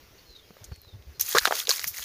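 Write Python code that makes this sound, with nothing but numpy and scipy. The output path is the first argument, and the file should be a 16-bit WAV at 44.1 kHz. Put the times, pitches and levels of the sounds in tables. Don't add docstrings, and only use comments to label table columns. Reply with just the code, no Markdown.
import sys
import numpy as np
from scipy import signal
from scipy.fft import rfft, irfft, next_fast_len
from scipy.io import wavfile
from scipy.ndimage import uniform_filter1d, map_coordinates

SR = 44100
rng = np.random.default_rng(int(sys.argv[2]) if len(sys.argv) > 2 else 0)


def int16_out(signal):
    q = np.round(np.clip(np.atleast_2d(signal).T, -1, 1) * 32767)
    wavfile.write(sys.argv[1], SR, q.astype(np.int16))


def gain_from_db(level_db):
    decades = np.asarray(level_db, float) / 20
    return 10 ** decades


N = 90008


def unit(x):
    return x / np.sqrt(np.mean(x ** 2) + 1e-20)


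def along(points, hz):
    f, v = np.transpose(points)
    return np.interp(np.log(hz + 1), np.log(f + 1), v)


def over_time(points):
    return np.interp(np.arange(N) / SR, *np.transpose(points))


def wobble(rate_hz):
    knots = rng.standard_normal(int(N * rate_hz / SR) + 4)
    return map_coordinates(knots, [np.arange(N) * rate_hz / SR])


def filtered(x, response):
    m = next_fast_len(len(x) + 8192)
    return irfft(rfft(x, m) * response(np.fft.rfftfreq(m, 1 / SR)), m)[:len(x)]


def resonance(hz, q):
    return lambda f: 1j * f * hz / q / (hz * hz - f * f + 1j * f * hz / q)


def high_pass(corner_hz, order):
    return lambda f: (1j * f / (corner_hz + 1j * f)) ** order


def add(out, start_s, x):
    i = round(start_s * SR)
    out[i:i + len(x)] += x[:len(out) - i]


def rings(table, crack_db, tail_db, rough, soft):
    out, t = np.zeros(N), np.arange(SR // 6) / SR
    for start_s, peak_db, hz, ms in table:
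        crack_noise, tail_noise, drift_noise = rng.standard_normal((3, len(t)))
        u = t / (ms / 2000)
        drift = rough * np.cumsum(drift_noise) * np.sqrt(hz / SR)
        ring = (u * np.exp(1 - u)) ** soft * np.sin(2 * np.pi * hz * t + drift)
        crack = unit(filtered(crack_noise, resonance(1.12 * hz, 0.7)))
        crack = gain_from_db(crack_db) * u * np.exp(1 - 0.97 * u) * crack
        tail = unit(filtered(tail_noise, resonance(hz, 1.45)))
        tail = gain_from_db(tail_db - 8.0 * t / 0.00694) * tail
        add(out, start_s, gain_from_db(peak_db) * (ring + crack + tail))
    return out


# (t/s, level/dB)
BREEZE = [
    (0, 3.8),
    (.35, 0.7),
    (.65, 3),
    (.78, -1.5),
    (1.15, -0.1),
    (1.7, 1.5),
    (1.85, -1.5),
]


def breeze_db():
    return over_time(BREEZE)


# (f/Hz, level/dB)
AIR = [(20, 8), (100, -7.5), (250, -10), (420, -4), (800, -14.5), (5400, -14), (8000, -24.5),
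       (14700, -20.5)]


def slope_hiss():
    z = signal.stft(rng.standard_normal(N + 512), nperseg=512)[2]
    patches = uniform_filter1d(rng.standard_normal(z.shape), 6, 0)
    patches = unit(uniform_filter1d(patches, 10, 1))
    hiss = signal.istft(z * gain_from_db(1.7 * patches), nperseg=512)[1][:N]
    hiss = unit(filtered(hiss, lambda f: gain_from_db(along(AIR, f))))
    sway_db = 0.6 * wobble(9.5)
    return gain_from_db(-57 + breeze_db() + sway_db) * hiss


def wind_rumble():
    rumble = unit(filtered(rng.standard_normal(N), lambda f: resonance(70.7, 1.1)(f) ** 2))
    lumps_db = 3.5 * wobble(11.9)
    return gain_from_db(-67.5 + breeze_db() + lumps_db) * rumble


# (t/s, peak level/dB, ring f/Hz, length/ms)
THUMPS = [(.29, -46, 49, 20), (.503, -44.5, 190, 8.8), (.61, -43, 96, 22), (.665, -41, 67, 33),
          (.714, -28.5, 79.7, 14.5), (.87, -43, 80, 9.5), (.925, -37, 96.4, 38), (.985, -43, 61.5, 31),
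          (1.06, -37.5, 63.8, 43), (1.2, -48, 76, 40), (1.345, -38, 135, 17.5), (1.41, -42, 64, 20),
          (1.82, -50, 89.5, 43), (1.99, -45, 59.5, 22), (.775, -47.5, 70.4, 13), (1.175, -50.5, 120, 11),
          (1.862, -46.5, 148, 12), (1.9, -48.5, 81, 23)]


def wind_thumps():
    return rings(THUMPS, crack_db=-60, tail_db=-60, rough=0.67, soft=1.68)


# (t/s, level/dB, pitch f/Hz, length/ms)
NOTES = [(0.178, -56, 4464, 27), (.25, -61, 4230, 73), (0.291, -53, 4069, 52), (.348, -49, 3770, 29),
         (.382, -55, 3596, 25), (.415, -63, 3270, 50), (0.706, -56.5, 4400, 63), (.772, -63, 4250, 59),
         (.82, -56.5, 4050, 46), (0.876, -55, 3790, 30.1), (.908, -60.5, 3600, 39),
         (1.135, -62.5, 4170, 55)]


def bird():
    sag_hz_per_s, trill_hz, trill_depth = 2100, 95, 0.45
    echo_db, echo_t60_s = -5.5, 0.17
    out = np.zeros(N)
    for start_s, level_db, hz, ms in NOTES:
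        t = np.arange(round(ms * SR / 1000)) / SR
        beat = (trill_hz * t) % 1
        shape = np.abs(np.sin(np.pi * t / t[-1])) ** 0.69
        shape = shape * (1 - trill_depth * np.cos(2 * np.pi * beat))
        pitch_hz = hz - sag_hz_per_s * (t - t[-1] / 2) + 420 * np.exp(-10 * beat)
        husk = 0.028 * np.cumsum(rng.standard_normal(len(t)))
        whistle = np.sin(2 * np.pi * np.cumsum(pitch_hz) / SR + husk)
        breath = unit(filtered(rng.standard_normal(len(t)), resonance(hz + 550, 7.3)))
        add(out, start_s, 1.3 * gain_from_db(level_db) * shape * (whistle + gain_from_db(-10) * breath))
    t = np.arange(SR // 3) / SR
    echo = rng.standard_normal(len(t)) * gain_from_db(-60 * t / echo_t60_s)
    return out + gain_from_db(echo_db) * signal.fftconvolve(out, echo / np.linalg.norm(echo))[:N]


def crackle(grain_share):
    grains_per_s, grain_db, ribs_per_s, rib_db = 850, 3.2, 350, -7
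    out, flurry = np.zeros(N), gain_from_db(2.2 * wobble(220))
    for hz in np.geomspace(1200, 14500, num=16):
        hit, size, sign = rng.random((3, N))
        height = np.minimum((1 - size) ** (-grain_db / 20 * np.log(10)), 5)
        clicks = (hit < grains_per_s / SR) * height * np.sign(sign - 0.5)
        clumps = gain_from_db(2.5 * wobble(60))
        out += np.sqrt(hz) * unit(filtered(clicks * flurry * clumps, resonance(hz, 9)))
    ribs = (rng.random(N) < ribs_per_s / SR) * rng.standard_normal(N)
    grains = unit(unit(out) + gain_from_db(rib_db) * unit(ribs))
    return np.sqrt(grain_share) * grains + np.sqrt(1 - grain_share) * rng.standard_normal(N)


# (f/Hz, level/dB)
LITTER = [(200, -17), (900, -1.5), (2000, 0), (3000, -1), (4300, 4), (6700, 3.5), (9000, -1), (15500, 0)]
# (t/s, crackle level/dB, brightness/dB)
WEIGHT = [(1.194, -65, 5), (1.197, -34, 2.5), (1.225, -48.5, 15), (1.255, -39.5, 5), (1.3, -33, 4),
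          (1.34, -32, 3), (1.4, -46.5, 12.5), (1.445, -35, 2.5), (1.5, -39.5, -1), (1.547, -27.5, -1.5),
          (1.618, -34.5, 2), (1.663, -50, 2), (1.703, -28.5, -4), (1.76, -34, 3.5), (1.86, -42.5, 1),
          (1.926, -47, -7), (1.945, -39.5, 5.5), (2.04, -38, 0.5)]


def litter_bed():
    s, level_db, bright_db = np.transpose(WEIGHT)
    t = np.arange(N) / SR
    bed = unit(filtered(crackle(0.78), lambda f: gain_from_db(along(LITTER, f))))
    high = filtered(bed, lambda f: 1 / (1 + (7500 / (f + 1)) ** 8))
    bed = bed + (gain_from_db(np.interp(t, s, bright_db)) - 1) * high
    uneven_db = 0.66 * wobble(140) + 0.83 * wobble(29.655)
    return gain_from_db(np.interp(t, s, level_db, left=-150) + uneven_db) * bed


# (t/s, level/dB, centre f/Hz, length/ms)
CRUSHES = [(.641, -41.5, 6840, 10.5), (1.94, -51, 2160, 37), (1.212, -30, 12000, 10),
           (1.214, -30, 5570, 16), (1.408, -40.5, 1550, 47), (1.301, -36, 7800, 8.2),
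           (1.311, -38, 12000, 3.8), (1.325, -26, 6500, 6.9), (1.348, -25, 4400, 33),
           (1.389, -23.5, 4600, 5.5), (1.449, -23, 6100, 4.6), (1.459, -22.5, 4230, 4.4),
           (1.476, -32, 5900, 11), (1.512, -34.5, 494, 37), (1.697, -21, 5750, 6.3), (1.716, -33, 5950, 10),
           (1.868, -31.5, 6540, 25), (1.872, -27.5, 14300, 25), (1.835, -27.5, 15000, 12.4),
           (.6, -56, 490, 51), (.85, -61, 430, 230)]


def leaf_crushes():
    out, source = np.zeros(N), crackle(0.4)
    for k, (start_s, level_db, hz, ms) in enumerate(CRUSHES):
        u = np.arange(SR // 5) / SR / (ms / 1000)
        piece = source[k * 3000:][:len(u)]
        piece = unit(filtered(piece, lambda f: resonance(hz, 1.3)(f) ** 2))
        add(out, start_s, gain_from_db(level_db) * piece * np.minimum(u * 8, 1) / (1 + u ** 3))
    return out


# (t/s, peak level/dB, ring f/Hz, length/ms)
TICKS = [(1.1975, -22.5, 5600, 1.96), (1.2045, -26, 6200, 2.9), (1.2615, -30.5, 6620, 3.36),
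         (1.279, -38, 2500, 3.4), (1.29, -25, 14600, 2), (1.3035, -27.5, 4500, 1.52),
         (1.3125, -24, 6700, 1.6), (1.327, -24.5, 3340, 2.4), (1.41, -33.5, 1610, 1.7),
         (1.423, -27, 5060, 0.87), (1.434, -30, 1800, 1), (1.5222, -24, 3450, 1), (1.557, -27, 5580, 1.3),
         (1.591, -19.5, 4380, 0.94), (1.635, -31, 4630, 0.93), (1.651, -35.5, 4400, 5.2),
         (1.675, -28.5, 3120, 1.3), (1.6932, -12.5, 10300, 0.43), (1.7805, -24, 4500, 0.5),
         (1.782, -31, 2320, 1.7), (1.7615, -29, 2200, 0.47), (1.814, -35, 2110, 1.5),
         (1.827, -36, 2040, 1.55), (1.849, -29.5, 5600, 1.1), (1.942, -37, 2210, 2.7),
         (1.963, -33, 6100, 1.45), (1.969, -36, 1950, 1.4), (1.978, -42.5, 2120, 1.9),
         (1.985, -30, 2070, 1.3), (1.984, -32.5, 6800, 1.8), (1.994, -30, 1350, 0.68),
         (2.003, -29, 6500, 1.08), (2.02, -35.5, 3190, 10), (2.038, -31, 6070, 1.7), (.569, -48, 1490, 1.1),
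         (.634, -45, 1510, 1.13), (.742, -52, 6000, 1.2), (.76, -50, 1900, 0.75), (.835, -52, 2000, .6),
         (.848, -46.5, 596, 1.7)]


def rib_ticks():
    return rings(TICKS, crack_db=-6, tail_db=-26, rough=0.67, soft=1.0)


# (t/s, peak level/dB, ring f/Hz, length/ms)
KNOCKS = [(1.3485, -7.5, 411, 3.56), (1.3505, -15, 1213, 4.5), (1.3565, -18.5, 1670, 2.1),
          (1.357, -18.5, 555, 3.6), (1.361, -22.5, 1132, 2), (1.364, -13.5, 1293, 2.16),
          (1.379, -19, 1020, 1.3), (1.365, -16, 491, 7.1), (1.3705, -8, 1540, 1.37),
          (1.376, -13.5, 1277, 1.5), (1.3838, -9, 1760, 1.66), (1.4543, -5, 1460, 0.76),
          (1.4715, -21, 860, 1.19), (1.472, -19.5, 1720, 1.38), (1.4755, -3.5, 616, 0.26),
          (1.509, -11, 651, 1.3), (1.5235, -11.5, 790, 0.93), (1.524, -14, 1450, 1.03),
          (1.5095, -18.5, 1230, 1.7), (1.68, -27, 446, 4), (1.6925, -26, 1617, 3.5), (1.693, -20, 503, 2.4),
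          (1.713, -26.5, 1060, 2.7), (1.7945, -22.5, 2050, 0.46), (1.8425, -17, 1940, 0.44),
          (.506, -35.5, 430, 1.7), (.567, -40, 516, 2.2), (.716, -35, 390, 0.66), (.72, -40, 1560, 1)]


def twig_knocks():
    return rings(KNOCKS, crack_db=-17, tail_db=-18.5, rough=0.36, soft=0.73)


# (t/s, peak level/dB, ring f/Hz, length/ms)
SNAPS = [(1.209, -12.5, 12740, 3.8), (1.2095, -18.5, 6185, 3.77), (1.379, -13.5, 6700, 0.7),
         (1.3845, -10.5, 7280, 1.05), (1.3838, -6.5, 4060, 1.5), (1.3842, -10, 5580, 1.04),
         (1.4545, -7, 4070, 1.253), (1.4715, -16, 3490, 0.86), (1.4755, -15, 2950, 0.86),
         (1.543, -30, 5520, 1.1), (1.6015, -18, 3430, 1.5), (1.6715, -15.5, 3840, 0.9),
         (1.6927, 3, 5260, 0.35), (1.7065, -7.5, 4230, 1.2), (1.7125, -10, 4350, 1.7),
         (1.744, -29, 5300, 0.59), (1.7615, -22, 5500, 1.17), (1.7945, -17.5, 5030, 0.68),
         (1.8428, -15.5, 5200, 0.4), (1.877, -19.5, 5700, 1.6), (.76, -39, 8450, 0.32),
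         (.817, -39, 11940, 0.99), (1.024, -45, 2830, 0.545)]


def twig_snaps():
    return rings(SNAPS, crack_db=-11.5, tail_db=-20, rough=0.5, soft=1.7)


def footstep():
    step = litter_bed() + leaf_crushes() + rib_ticks() + twig_knocks() + twig_snaps()
    return filtered(step, high_pass(266, 4))


def scene():
    wind = slope_hiss() + wind_rumble() + wind_thumps()
    return (wind + bird() + footstep())[None]


def top_cut(x):
    return signal.sosfilt(signal.butter(12, 16630, fs=SR, output="sos"), x)


# (f/Hz, level/dB)
MIC = [(2300, 0), (3200, -1.33), (5400, -1), (6100, -.5), (6800, 1), (7600, -7), (10500, -2.5), (15300, 1)]


def record(dry):
    low_cut = high_pass(27.3, 2)
    x = filtered(dry[0], lambda f: gain_from_db(along(MIC, f)) * low_cut(f))
    x = x / (1 + np.abs(x / 0.9) ** 8) ** (1 / 8)
    mix = filtered(x, lambda f: gain_from_db(np.interp(f, [15450, 15750], [0, -48])) * (f < 16600))
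    return top_cut(mix)


dry = scene()
out = record(dry)
int16_out(out)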